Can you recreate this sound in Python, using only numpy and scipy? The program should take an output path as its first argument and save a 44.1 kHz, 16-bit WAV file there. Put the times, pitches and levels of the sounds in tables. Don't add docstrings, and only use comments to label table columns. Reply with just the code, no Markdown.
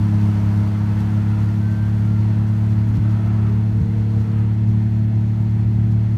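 import sys
import numpy as np
from scipy import signal
from scipy.fft import rfft, irfft
from scipy.io import wavfile
from scipy.ndimage import uniform_filter1d

SR = 44100
rng = np.random.default_rng(int(sys.argv[2]) if len(sys.argv) > 2 else 0)


def pcm_store(signal):
    levels = np.round(np.clip(np.atleast_2d(signal), -1, 1) * 32767)
    wavfile.write(sys.argv[1], SR, levels.astype(np.int16).T)


def amplitude_ratio(level_db):
    exponent = np.asarray(level_db, float) / 20
    return 10 ** exponent


N = 272348


def curves(table):
    s, *columns = np.transpose(table)
    return [np.interp(np.arange(N) / SR, s, column) for column in columns]


def shape_db(points, hz):
    f, db = np.transpose(points)
    return np.interp(np.log(np.maximum(hz, 1)), np.log(f), db)


def level(x, db):
    return x * amplitude_ratio(db) / np.sqrt(np.mean(x ** 2))


def causal_ring(points, size=16384):
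    hz = np.arange(size // 2 + 1) * SR / size
    cepstrum = irfft(np.log(amplitude_ratio(shape_db(points, hz))))
    cepstrum[1:size // 2] *= 2
    cepstrum[size // 2 + 1:] = 0
    return irfft(np.exp(rfft(cepstrum)))[:size // 2]


def walk(rate):
    hold = int(SR / rate)
    steps = np.repeat(rng.standard_normal(N // hold + 1), hold)
    return 1.035 * uniform_filter1d(uniform_filter1d(steps, hold), hold)[:N]


def burst(start, length, rise_s, fall_s):
    t = np.arange(N) / SR - start
    return np.clip(np.minimum(t / rise_s, (length - t) / fall_s), 0, 1)


def rush(points, swell_db, flicker_db, rate):
    hz = np.arange(N // 2 + 1) * SR / N
    inside = (hz > points[0][0] / 2) & (hz < points[-1][0] * 2)
    spectrum = rfft(rng.standard_normal(N)) * amplitude_ratio(shape_db(points, hz)) * inside
    octave = np.log2(np.maximum(hz, 1) / 30)
    swell = swell_db * walk(rate)
    total = np.zeros(N)
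    for k in range(-1, 11):
        band = irfft(spectrum * np.clip(1 - abs(octave - k), 0, 1), N)
        total += band * amplitude_ratio(swell + flicker_db * walk(rate))
    return level(total, 0)


BURST_FADE_S = 0.08


def noise_bursts(rows, hz, width_hz):
    band = signal.lfilter(*signal.iirpeak(hz, hz / width_hz, fs=SR), rng.standard_normal(N))
    return level(band, 0) * sum(amplitude_ratio(db) * burst(s, n, BURST_FADE_S, BURST_FADE_S) for s, n, db in rows)


# time in seconds, rotor turns per second (Hz).
REVS = [(0.05, 34.91), (0.4, 34.58), (1.71, 35.55), (1.81, 35.37), (1.92, 35.7), (2.96, 36), (4.68, 36.19),
        (4.83, 36.41), (6.12, 36.72)]


def rotor_turns():
    turn_hz, = curves(REVS)
    return np.cumsum(turn_hz) / SR


# relative strength of the blow in dB, lag in milliseconds.
FACES = [(0, 0), (-.55, .29), (-2.9, .43)]
# time in seconds, share of a normal blow (negative is reversed).
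MISFIRES = [(2.977, -1.25), (3.811, -1.25)]
# frequency in Hz, relative level in dB.
EXHAUST = [(20, -43.5), (36, -17), (72, 4), (107, 4.5), (143, 4), (180, -7), (215, -4.5), (255, -17.5),
           (290, -14), (325, -22.5), (430, -37.5), (600, -52.5), (2000, -82.5)]
# multiple of the rotor turn, level in dB against the boom, share of the brightness it follows.
OVERTONES = [(9, -27, 0), (12, -47, 0), (18, -40, 0), (21, -43, 1)]
SCATTER_DB, JITTER_MS = 1.19, .04
BOOM_DB, BOOM_WANDER_DB = -17, 0.77
BRIGHT_START_DB, BRIGHT_END_DB, EASE_S, BRIGHT_WANDER_DB = 5, -3, 1.2, 1.5
HUM_DB, HUM_LAG_CYCLES = -11.5, .57
OVERTONE_WAVER_DB = .17


def exhaust_blows(turns):
    k = np.arange(0, int(len(FACES) * turns[-1]))
    chance = rng.standard_normal((len(k), 2))
    face_db, lag_ms = np.array(FACES)[k % len(FACES)].T
    late_ms = lag_ms + JITTER_MS * chance[:, 1]
    at = np.interp(k / len(FACES), turns, np.arange(N)) + late_ms * SR / 1000
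    size = amplitude_ratio(face_db + SCATTER_DB * chance[:, 0])
    for s, share in MISFIRES:
        size[np.argmin(abs(at - s * SR))] *= share
    blows, i = np.zeros(N + 2), np.clip(at, 0, N - 1).astype(int)
    blows[i] += size * (1 + i - at)
    blows[i + 1] += size * (at - i)
    return level(irfft(rfft(blows[:N]) * rfft(causal_ring(EXHAUST), N), N), 0.75)


def engine():
    turns = rotor_turns()
    boom_db = BOOM_DB + BOOM_WANDER_DB * walk(6)
    easing = np.exp(-np.arange(N) / SR / EASE_S)
    bright_db = BRIGHT_END_DB + (BRIGHT_START_DB - BRIGHT_END_DB) * easing + BRIGHT_WANDER_DB * walk(6)
    pipe = exhaust_blows(turns)
    edge = signal.sosfiltfilt(signal.butter(3, 190, "high", fs=SR, output="sos"), pipe)
    hum = np.sqrt(2) * amplitude_ratio(HUM_DB + .9 * walk(12)) * np.cos(2 * np.pi * (5 * turns - HUM_LAG_CYCLES))
    overtones = np.zeros(N)
    for m, db, share in OVERTONES:
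        tone_db = db + share * bright_db + OVERTONE_WAVER_DB * m * walk(2.7)
        overtones += np.sqrt(2) * amplitude_ratio(tone_db) * np.cos(2 * np.pi * m * turns)
    return amplitude_ratio(boom_db) * (pipe + (amplitude_ratio(bright_db) - 1) * edge + hum + overtones)


# frequency in Hz, relative level in dB per Hz.
ROAD = [(210, -21), (360, -5), (490, -14.5), (584, -10.5), (690, -10.5), (1070, -19.5), (1850, -18),
        (3800, -30), (4240, -29.5), (4950, -43.5), (6160, -39), (10200, -54.5), (12200, -51),
        (15000, -53.5)]


def road_roar():
    return amplitude_ratio(-45.5) * rush(ROAD, 0.33, 1.0, 11)


# frequency in Hz, relative level in dB per Hz.
RUMBLE = [(20, -11.5), (45, -7.5), (90, 0.5), (160, -7), (250, -14), (330, -21), (450, -38.5)]


def low_rumble():
    return amplitude_ratio(-29.5) * rush(RUMBLE, 1.4, 2.0, 6.5)


# frequency in Hz, relative level in dB per Hz.
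ROAR = [(300, -1.5), (500, 3.5), (900, -0.5), (1400, 0), (2000, -6.5), (3000, -12), (5000, -30)]
ROAR_START_DB, ROAR_FALL_DB_PER_S = -39.5, 1.82
LIFT_S, LIFT_OVER_S, LIFT_DROP_DB, ROAR_BACK_DB_PER_S = 4.5, 0.12, -7.5, 4
RASP_LIFTS_ROAR_DB = 1.5


def traffic_roar():
    t = np.arange(N) / SR
    lifted = np.clip((t - LIFT_S) / LIFT_OVER_S, 0, 1)
    roar_db = ROAR_START_DB - ROAR_FALL_DB_PER_S * t
    roar_db = roar_db + lifted * (LIFT_DROP_DB + ROAR_BACK_DB_PER_S * (t - LIFT_S))
    rasping = sum(burst(s, n, BURST_FADE_S, BURST_FADE_S) for s, n, _ in RASPS)
    return amplitude_ratio(roar_db + RASP_LIFTS_ROAR_DB * rasping) * rush(ROAR, 0.96, 1.0, 9)


# frequency in Hz, relative level in dB per Hz.
WIND = [(2000, -14.5), (3500, -3), (4400, -3), (5500, -3.5), (6500, -7), (8000, -12.5), (10400, -13.5),
        (12000, -12.5), (15000, -16.5)]
THROB = [(2, .12), (3, .1), (4, .08)]
WIND_START_DB, WIND_FALL_DB_PER_S = -53.5, 1.78


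def wind():
    t = np.arange(N) / SR
    wind_db = WIND_START_DB - WIND_FALL_DB_PER_S * np.minimum(t, LIFT_S)
    turns = rotor_turns()
    throb = 1 + sum(depth * np.cos(2 * np.pi * m * turns) for m, depth in THROB)
    puffs_db = 2.6 * np.maximum(walk(45) - .5, 0)
    return throb * amplitude_ratio(wind_db + puffs_db) * rush(WIND, 0.7, 0.31, 18)


# frequency in Hz, width in Hz, boost or cut in dB.
CABIN = [(568, 27, -3.5), (932, 120, 4.5), (1380, 800, 0), (2536, 210, -1.5), (2910, 87, -2),
         (3820, 250, -2), (4500, 740, 1.5), (4970, 350, -4), (10400, 370, -2.5)]
ECHO_DB, ECHO_T60_S = -12, .12


def cabin(x):
    hz = np.arange(N // 2 + 1) * SR / N
    t = np.arange(SR // 8) / SR
    tail = rng.standard_normal(len(t)) * np.exp(-np.log(1000) * t / ECHO_T60_S)
    reflections = amplitude_ratio(ECHO_DB) * rfft(tail / np.linalg.norm(tail), N)
    echo = (1 + reflections) / np.sqrt(1 + amplitude_ratio(2 * ECHO_DB))
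    colour_db = sum(db / (1 + (2 * (hz - f) / width) ** 2) for f, width, db in CABIN)
    return irfft(rfft(x) * echo * amplitude_ratio(colour_db), N)


# start in seconds, length in seconds, level in dB.
SWELLS = [(-.2, .7, -46.5), (4.45, .45, -54.5), (5.3, .5, -57.5)]


def distant_swells():
    return noise_bursts(SWELLS, 935, 130)


# start in seconds, length in seconds, pitch in Hz, glide in Hz per second, level in dB.
WHISTLES = [(.98, .64, 1402, 0, -52), (1.64, .31, 1400, 30, -55), (1.94, .32, 1397, -90, -53),
            (1.58, .34, 1527, 150, -47), (1.92, .17, 1558, 100, -55)]


def whistles():
    t = np.arange(N) / SR
    total = np.zeros(N)
    for s, n, hz, glide, db in WHISTLES:
        outline = burst(s, n, .3 * n, .05)
        cycles = (hz + glide * (t - s) / 2) * (t - s)
        total += np.sqrt(2) * amplitude_ratio(db + 1.5 * walk(25)) * outline * np.sin(2 * np.pi * cycles)
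    return total


# time in seconds, firing rate in Hz, level in dB.
RIVAL = [(2.82, 230, -39), (2.95, 266, -35), (3.08, 303, -39), (3.25, 347, -47), (3.52, 406.8, -43),
         (3.66, 432, -51), (3.8, 452, -43), (3.97, 463, -46), (4.5, 458, -48)]
# multiple of the firing rate, level in dB.
RIVAL_ORDERS = [(2, -54), (3, -56)]
# start in seconds, length in seconds, level in dB.
RASPS = [(2.998, .55, -50.5), (4.099, .35, -54.5)]
RIVAL_WAVER_DB = 1.5


def rival():
    hz, db = curves(RIVAL)
    phase = 2 * np.pi * np.cumsum(hz) / SR
    start, end = RIVAL[0][0], RIVAL[-1][0]
    note = burst(start, end - start, .05, .05) * amplitude_ratio(db + RIVAL_WAVER_DB * walk(25)) * np.sin(phase)
    rasping = burst(*RASPS[0][:2], BURST_FADE_S, BURST_FADE_S)
    upper = sum(amplitude_ratio(d + m * RIVAL_WAVER_DB * walk(25)) * np.sin(m * phase) for m, d in RIVAL_ORDERS)
    return np.sqrt(2) * (note + rasping * upper) + noise_bursts(RASPS, 1320, 100)


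def scene():
    coloured = cabin(road_roar() + traffic_roar() + wind())
    mix = engine() + coloured + low_rumble() + distant_swells() + whistles() + rival()
    return mix[None]


def low_pass(x):
    return signal.sosfilt(signal.butter(12, 15170, fs=SR, output="sos"), x)


def record(dry):
    bass_cut = signal.sosfiltfilt(signal.butter(2, 32.3, "high", fs=SR, output="sos"), dry)
    finished = signal.sosfilt(signal.ellip(8, .2, 70, 15300, fs=SR, output="sos"), bass_cut)
    return low_pass(finished)


dry = scene()
out = record(dry)
pcm_store(out)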